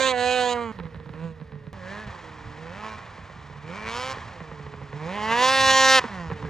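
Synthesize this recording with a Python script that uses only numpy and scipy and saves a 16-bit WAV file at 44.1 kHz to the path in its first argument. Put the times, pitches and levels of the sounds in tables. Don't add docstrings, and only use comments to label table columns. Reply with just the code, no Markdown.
import sys
import numpy as np
from scipy import signal
from scipy.fft import rfft, irfft, next_fast_len
from scipy.io import wavfile
from scipy.ndimage import uniform_filter1d

SR = 44100
rng = np.random.default_rng(int(sys.argv[2]) if len(sys.argv) > 2 else 0)


def rack_gain(trim_db):
    fader = np.asarray(trim_db, float)
    return 10 ** (fader / 20)


def dump(signal):
    limited = np.clip(np.atleast_2d(signal).T, -1, 1)
    pcm = np.round(limited * 32767).astype(np.int16)
    wavfile.write(sys.argv[1], SR, pcm)


N = 286209

CUT_S = 1.7303
T = np.arange(N) / SR
REAR = T < CUT_S

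# time in seconds, firing rate in Hz, bark in dB.
REAR_BLIPS_S_HZ_DB = [
    [(-.5, 268.8, -37), (.07, 262.3, -25), (.11, 255.6, -29), (.156, 246, -34.5), (.212, 245.8, -31),
     (.345, 251.3, -30), (.53, 242.4, -32), (.64, 233.6, -36.5), (.72, 215.2, -43)],
    [(1.13, 150.7, -51.5), (1.25, 167.3, -48), (1.32, 159.5, -56)],
]
FRONT_BLIPS_S_HZ_DB = [
    [(1.7303, 201.3, -51), (1.81, 180.8, -48), (1.865, 183, -42.5), (1.936, 202.2, -39.5),
     (2.022, 217.7, -41), (2.07, 204.2, -47)],
    [(2.58, 155, -48), (2.7, 168.9, -45.5), (2.79, 209.7, -42.5), (2.88, 219.1, -39), (2.96, 213, -42.5)],
    [(3.63, 146.1, -50.5), (3.72, 174.9, -41.5), (3.778, 211.3, -38.5), (3.8, 211, -40),
     (3.904, 226.9, -36.5), (3.998, 250.4, -34.5), (4.072, 261.5, -35), (4.11, 265.6, -34),
     (4.135, 260.6, -38)],
    [(4.93, 139, -49), (5.05, 159.7, -41.5), (5.166, 209.7, -35), (5.2, 209, -34), (5.31, 226.1, -27.5),
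     (5.43, 255.1, -21), (5.525, 266.4, -22), (5.966, 263.6, -17), (5.998, 251.2, -19.5)],
    [(6.09, 207, -41.5), (6.195, 175.1, -40.5), (6.29, 157.4, -46)],
]
# regular firing share of bark 0-1, weak cylinder under strong in dB,
# time to steady in seconds.
BURN_SHARE_DB_S = [(.975, 2, .1), (.85, 2, .05), (.76, 5, .1), (.8, 7, .15), (.88, 9, .12),
                   (.994, 1.5, .16), (.8, 3, .04)]
# settled firing rate in Hz, sag time in seconds, clatter at idle in dB.
COASTS_HZ_S_DB = [(153.6, .08, -56.5), (139, .2, -58.5), (149, 0.13, -48), (142, .19, -50),
                  (139, .18, -49.5), (138.5, .2, -47), (143.6, .1, -46.5)]
SAG_SHAPE, IDLE_HZ, CLATTER_DB_PER_HZ = 1.15, 150.3, 0.1022
COAST_SHARE, COAST_WEAK_DB = 0.1, 3
# order 1 in dB, order 2 in dB, order 3 in dB.
BLIP_TONES_DB = [(2, 1.5, -2), (-2, 8, -3.5), (-3, -7, -3.5), (-3.5, -8.5, -3.5), (-2.5, -3.5, -5),
                 (1, -1.5, -0.5), (1.5, -4, -9)]
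# order 1 in dB, order 2 in dB, order 3 in dB.
COAST_TONES_DB = [(-8, 0, -6.5), (0, -3, -1), (-12.5, -4, -9), (-10, -14, -15), (-7, -5.5, -4), (-3, -1, 4),
                  (-8.5, -4, 0.5)]
OVERRUN_DB_PER_HZ = 0.22
# time in seconds, lift in dB.
SURGES_S_DB = [
    (2.85, 3.2),
    (3.88, 4.6),
    (3.965, 2),
    (5.17, 0.83),
    (5.32, 4.4),
    (5.435, 1.1),
    (5.7, 2.4),
]
SURGE_S = 0.02

# start in seconds, end in seconds, extra sizzle in dB.
WIDE_OPEN_S_DB = [
    (-.5, 0.124, 15),
    (0.133, 0.539, 15),
    (1.18, 1.324, 4.5),
    (3.86, 4.134, 8),
    (5.367, 5.994, 10),
]
# rear in dB, front in dB.
SIZZLE_DB = [-12, -11]
# rear in dB, front in dB.
PART_THROTTLE_DB = [-6.5, -3.5]
VALVE_S, RASP_DB = 0.041, 1

ORDERS_HEARD = (1, 2, 2.5, 3)
ORDER_DB = [-3, 0.5, -19.5, 4.5]
TONES_FOLLOW = [0.68, 0.77, 1, 0.7]
# frequency in Hz, gain over bark in dB.
TONES_REAR_HZ_DB = [(150, 4.5), (175, 26), (250, -6), (340, -16), (500, 4), (670, -17.5), (745, 5),
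                    (790, -15.5)]
# frequency in Hz, gain over bark in dB.
TONES_FRONT_HZ_DB = [(150, 10), (200, 2), (262, -11), (292, -4.5), (380, -8), (520, -0.5), (660, -14),
                     (780, -5.5)]

# frequency in Hz, gain in dB.
PIPE_REAR_HZ_DB = [(400, -64.5), (520, 22), (760, -1), (1000, 2), (1300, -8.5), (1500, -2), (3000, -10),
                   (4400, -15), (5500, -35.5), (6600, -20), (8500, -27), (10000, -50), (15000, -91)]
# frequency in Hz, gain in dB.
PIPE_FRONT_HZ_DB = [(400, -14), (1040, 2.5), (1300, -5.5), (1800, -7.5), (2300, -9), (3800, -12),
                    (6300, -18), (7500, -24.5), (8300, -30.5), (11000, -34.5), (12200, -45), (13500, -93),
                    (14500, -38), (16000, -45)]
# time in seconds, hood delay in ms, hood strength as a ratio,
# snow delay in ms, snow strength as a ratio.
ECHOES_S_MS = [(0, .45, 0.15, 1.4, 0.47), (.12, 0.83, 0.21, .86, .48), (.16, 0.84, -.56, 1.14, -.06),
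               (.4, 0.88, -0.74, 1.4, 0.6), (.52, 0.78, 0.03, 1.01, .9), (1.72, .5, 0.021, 0.64, .26),
               (4.0, 0.56, -0.035, 0.64, 0.23), (5.1, 0.69, -0.51, 0.9, 0.076),
               (5.35, 0.93, -0.041, 1.1, 0.52), (6.0, .88, -0.34, 1.144, .05)]
# time in seconds, resonance in Hz, level over direct sound in dB.
RING_S_HZ_DB = [(0, 1563, -63), (.3, 2570, 17.5), (.52, 2380, -19), (.58, 1200, 15.5), (1.7, 1190, -19),
                (1.74, 1730, 32), (2.2, 1760, 12), (2.75, 2307, 3), (3.65, 2346, 16), (4.13, 2240, 4),
                (5.2, 2000, -5), (6.0, 1830, 4.5)]

# frequency in Hz, density in dB per Hz.
CLATTER_REAR_HZ_DB = [(88, -23), (150, -13.5), (299, -19), (335, -20.5), (435, -17), (486, -6.5),
                      (608, -20), (1900, -18.5), (2250, -25), (3790, -27.5), (13000, -55)]
# frequency in Hz, density in dB per Hz.
CLATTER_FRONT_HZ_DB = [(88, -20), (150, -3.5), (191, -10), (210, -24), (283, -19), (382, -13), (435, -12),
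                       (656, -12), (851, -11), (1760, -13.5), (7290, -37.5), (10400, -53.5), (13000, -88)]
# frequency in Hz, width in Hz, level in dB.
COWL_HZ_DB = [(1050, 300, 2), (1850, 220, 2), (2350, 200, -3)]
# rear in dB, front in dB.
IDLE_DB = [-66.5, -57.5]

# frequency in Hz, density in dB per Hz.
WIND_HZ_DB = [(15, -44), (25, -28), (42, 1), (59, 1.5), (76, 10), (118, 7), (156, -6), (220, -0.5),
              (290, -12), (480, -120)]
# time in seconds, lift in dB.
GUSTS_S_DB = [
    (.81, 5),
    (1.12, 2),
    (1.74, 3),
    (2.09, 7),
    (2.45, 6.5),
    (4.14, 7.5),
    (5.69, 10.5),
    (6.329, 8),
    (6.5, 2.5),
]
WIND_DB, GUST_S = -49.5, 0.09

# time in seconds, crack in dB, thump in dB,
# second firing two cycles on in dB.
POPS_S_DB = [(.788, -24, -45, 9), (0.835, -30, -33, -1), (0.854, -30, -44, 4.5), (.945, -27.5, -35, 1.5),
             (1, -31.5, -37, -20), (1.059, -33, -33, -7), (1.092, -28.5, -30.5, -19),
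             (1.137, -29.5, -35, -25), (1.4, -33.5, -36.5, 7.5), (1.52, -32.5, -35, 2),
             (1.554, -37.5, -33.5, -15), (1.668, -32.5, -27.5, -14), (3.18, -28, -38.5, -11),
             (3.298, -30.5, -41.5, 0), (3.358, -35, -38, -20), (3.498, -32, -38, -21),
             (3.56, -34, -38.5, -4), (4.17, -24, -50, -13), (4.404, -25.5, -37, 0.5),
             (4.515, -25.5, -33.5, -15), (4.596, -29, -32.5, -28), (4.665, -24.5, -35, -20),
             (4.738, -26, -31.5, -11), (4.815, -26, -32.5, -3), (4.929, -23.5, -35, -3),
             (6.04, -14, -28.5, -9), (6.301, -20.5, -32, 9), (6.319, -21.5, -33, -43),
             (6.426, -21.5, -27, 2), (6.45, -21.5, -30, -7)]

# time in seconds, left over right in the bass in dB, in the treble in dB.
PAN_S_DB = [(0.0, -8, -6.5), (.99, -7, -4), (1.7, -7.5, 0), (2.4, -6.5, 0.5), (6.49, -4.5, -0.5)]
# frequency in Hz, left lead in radians.
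PORTS_HZ_RAD = [(5000, 0.82), (7700, 0.5), (8200, 2), (9000, 1.5), (10400, 1.22), (11700, 0.8),
                (12500, -2.5)]


def read(points, hz):
    f, value = np.transpose(points)
    return np.interp(np.log(hz + 1), np.log(f + 1), value)


def curves(rows):
    s, *columns = np.transpose(rows)
    return [np.interp(T, s, c) for c in columns]


def colour(x, points):
    gain_db = np.maximum(read(points, abs(np.fft.fftfreq(4096, 1 / SR))), -100)
    log_gain = np.log(rack_gain(gain_db))
    response = np.exp(np.conj(signal.hilbert(log_gain)))
    impulse = np.fft.ifft(response).real[:2048]
    return signal.oaconvolve(x, impulse)[:N]


def shaped(x, gain_at):
    size = next_fast_len(N + 8192)
    padded = np.pad(x, [(0, 0)] * (x.ndim - 1) + [(4096, 4096)], "reflect")
    spectrum = rfft(padded, size) * gain_at(np.fft.rfftfreq(size, 1 / SR))
    return irfft(spectrum, size)[..., 4096:4096 + N]


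def band(x, lo_hz, hi_hz):
    def edge(f, hz):
        return 0.5 + 0.5 * np.tanh(6 * np.log2((f + 1) / hz))
    return shaped(x, lambda f: edge(f, lo_hz) - edge(f, hi_hz))


def levelled(x, by, size=3000):
    return x / np.sqrt(abs(uniform_filter1d(by ** 2, size)) + 1e-14)


def resonate(x, hz, width_hz):
    turn = np.exp(2j * np.pi * np.cumsum(hz * np.ones(N)) / SR)
    r = np.exp(-np.pi * width_hz / SR)
    return 2 * (turn * signal.lfilter([1 - r], [1, -r], x / turn)).real


def wander(size):
    x = uniform_filter1d(uniform_filter1d(rng.standard_normal(N), size), size)
    return x / x.std()


def throttle():
    out = np.zeros((7, N))
    blips = REAR_BLIPS_S_HZ_DB + FRONT_BLIPS_S_HZ_DB
    for blip, (top_share, weak_db, catch_s), (settle_hz, sag_s, idle_db), on_db, off_db in zip(
            blips, BURN_SHARE_DB_S, COASTS_HZ_S_DB, BLIP_TONES_DB, COAST_TONES_DB):
        start_s, end_s = blip[0][0], blip[-1][0]
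        hz, bark_db = curves(blip)

        caught = 1 - np.exp(-np.maximum(T - start_s, 0) / catch_s)
        burn_share = COAST_SHARE + (top_share - COAST_SHARE) * caught
        burn = [hz, bark_db, burn_share, weak_db + 0 * T]
        burn += [db - 1.5 * (1 - caught) for db in on_db]

        sag = np.exp(-(np.maximum(T - end_s, 0) / sag_s) ** SAG_SHAPE)
        coast_hz = settle_hz + (hz - settle_hz) * sag
        coast_db = idle_db + CLATTER_DB_PER_HZ * (coast_hz - IDLE_HZ)
        coast = [coast_hz, coast_db, COAST_SHARE + 0 * T, COAST_WEAK_DB + 0 * T]
        coast += [db - OVERRUN_DB_PER_HZ * (coast_hz - settle_hz) for db in off_db]

        out = np.where(T >= start_s, np.where(T < end_s, burn, coast), out)
    out[1] += sum(db * np.exp(-((T - s) / SURGE_S) ** 2) for s, db in SURGES_S_DB)
    return uniform_filter1d(out, size=350, axis=1)


def sizzle(share):
    valve_db = sum(db * (1 - np.exp(-np.maximum(T - start_s, 0) / VALVE_S)) * (T < end_s)
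                   for start_s, end_s, db in WIDE_OPEN_S_DB)
    burn_db = np.where(REAR, *SIZZLE_DB) + np.where(REAR, *PART_THROTTLE_DB) * share
    return burn_db + uniform_filter1d(valve_db, size=500) + RASP_DB * wander(size=500)


def firing_tones(turns, hz, bark_db, share, tones_db, uneven):
    tones = 0
    for k, order_db, follow, tone_db in zip(ORDERS_HEARD, ORDER_DB, TONES_FOLLOW, tones_db):
        pipe_db = np.where(REAR, read(TONES_REAR_HZ_DB, k * hz), read(TONES_FRONT_HZ_DB, k * hz))
        level_db = follow * (bark_db + 42) - 42 + tone_db + order_db + pipe_db
        tones = tones + rack_gain(level_db) * np.cos(2 * np.pi * k * (turns - 0.33))
    misfires = rack_gain(2.5 * (1 - share) * wander(size=500))
    return np.sqrt(2) * tones * misfires * uneven ** 0.5


def port_cracks(turns, share, uneven):
    ignition = (0.001 + 0.012 * (1 - share)) * wander(size=150)
    timing = turns + ignition + 0.0015 * np.cos(np.pi * turns)
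    cycles = np.arange(int(turns[-1]) + 2)
    scatter = rack_gain(np.interp(turns, cycles, 0.45 * rng.standard_normal(len(cycles))))
    return sum(np.cos(2 * np.pi * k * timing) for k in range(4, 62)) * scatter * uneven


def pipe(x):
    direct = np.where(REAR, colour(x, PIPE_REAR_HZ_DB), colour(x, PIPE_FRONT_HZ_DB))
    dull = band(direct, 20, 4200)
    hood_ms, hood, snow_ms, snow = curves(ECHOES_S_MS)
    echoes = hood * np.interp(T - hood_ms / 1000, T, dull)
    echoes = echoes + snow * np.interp(T - snow_ms / 1000, T, dull)
    lags = (7, 13, 22, 34, 58, 77, 104, 131)
    glints = sum(wander(size=3000) * np.roll(direct, lag) for lag in lags)
    ring_hz, ring_db = curves(RING_S_HZ_DB)
    panel = rack_gain(ring_db) * resonate(direct, ring_hz, 120)
    return direct + echoes + 0.19 * glints + panel


def clatter(turns):
    gate = 1 + 0.13 * np.exp(-(turns % 1) / 2.2)
    noise = rng.standard_normal(N) * gate * rack_gain(0.66 * wander(size=300))
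    noise = noise + sum(rack_gain(db) * resonate(noise, hz, width_hz) for hz, width_hz, db in COWL_HZ_DB)
    return np.where(REAR, colour(noise, CLATTER_REAR_HZ_DB), colour(noise, CLATTER_FRONT_HZ_DB))


def engine():
    hz, bark_db, share, weak_db, first_db, second_db, third_db = throttle()
    turns = np.cumsum(hz) / SR
    sizzle_db = sizzle(share)
    uneven = rack_gain(weak_db * np.cos(np.pi * turns) / 2)
    tones_db = (first_db, second_db, second_db, third_db)
    out = firing_tones(turns, hz, bark_db, share, tones_db, uneven)
    bark = pipe(port_cracks(turns, share, uneven))

    crisp = share ** 2.5
    for layer, low_part, top_part in ((bark, share, crisp), (clatter(turns), 1 - share, 1 - crisp)):
        low, top = band(layer, 140, 3000), band(layer, 3000, 20000)
        out = out + np.sqrt(low_part) * rack_gain(bark_db) * levelled(low, band(layer, 900, 3000))
        out = out + np.sqrt(top_part) * rack_gain(bark_db + sizzle_db) * levelled(top, top)

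    steady = clatter(turns)
    out = out + rack_gain(np.where(REAR, *IDLE_DB)) * levelled(steady, band(steady, 900, 3000))
    return out, hz


def wind():
    gust_db = sum(db * np.exp(-((T - s) / GUST_S) ** 2) for s, db in GUSTS_S_DB)
    gust = rack_gain(WIND_DB + gust_db + 2.0 * wander(size=1500))
    a, b = (colour(rng.standard_normal(N), WIND_HZ_DB) for _ in range(2))
    ports = np.array([0.85 * a + 0.15 * b, 1.1 * a - 0.15 * b])
    return gust * ports / band(a, 40, 120).std()


def pops(hz):
    s, crack_db, thump_db, second_db = np.transpose(POPS_S_DB)
    s = np.append(s, s + 2 / np.interp(s, T, hz))
    crack_db = np.append(crack_db, crack_db + second_db - 7)
    thump_db = np.append(thump_db, thump_db + second_db)
    cracks, thumps = np.zeros((2, N))
    cracks[((s + 0.0008) * SR).astype(int)] = rack_gain(crack_db + 8)
    thumps[((s + 0.006) * SR).astype(int)] = rack_gain(thump_db + 47.0)

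    tick = colour(cracks, [(500, -12), (1900, -0.5), (4000, -2.5), (6000, -42), (9000, -35)])
    tick = tick * rack_gain(np.where(REAR, 2, -8))
    can = rack_gain(20.5) * resonate(cracks, 950, 240)
    can = can + rack_gain(26.0) * resonate(resonate(cracks, 490, 130), 403, 210)
    decay = signal.lfilter([1], [1, -np.exp(-1 / (0.009 * SR))], cracks)
    rattle = decay * band(rng.standard_normal(N), 450, 2190)
    putt = colour(can + 0.25 * rattle, [(3000, -3.0), (9000, -43.0)])
    boom = resonate(resonate(thumps, hz, 60), hz, 77)
    return tick + putt + boom


def scene():
    motor, hz = engine()
    motor = motor + pops(hz)
    bass, treble = band(motor, 1, 1200), band(motor, 1200, 30000)
    bass_db, treble_db = curves(PAN_S_DB)
    left = bass * rack_gain(bass_db / 2) + treble * rack_gain(treble_db / 2)
    right = bass * rack_gain(-bass_db / 2) + treble * rack_gain(-treble_db / 2)
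    tail = rng.standard_normal(900) * np.exp(-np.arange(900) / 110.0) / 10
    scatter = rack_gain(-19) * signal.oaconvolve(motor, tail)[:N]
    return np.array([left + scatter, right - scatter]) + wind()


def roll_off(x):
    return signal.sosfilt(signal.butter(12, 16890, fs=SR, output="sos"), x)


def record(dry):
    phase_points = [(1000, 0.032)] + PORTS_HZ_RAD
    out = shaped(dry, lambda f: np.exp([[0.5j], [-0.5j]] * read(phase_points, f)))
    tick = rack_gain(-38.5) * (np.arange(N) == round(CUT_S * SR))
    return roll_off(out + tick)


dry = scene()
out = record(dry)
dump(out)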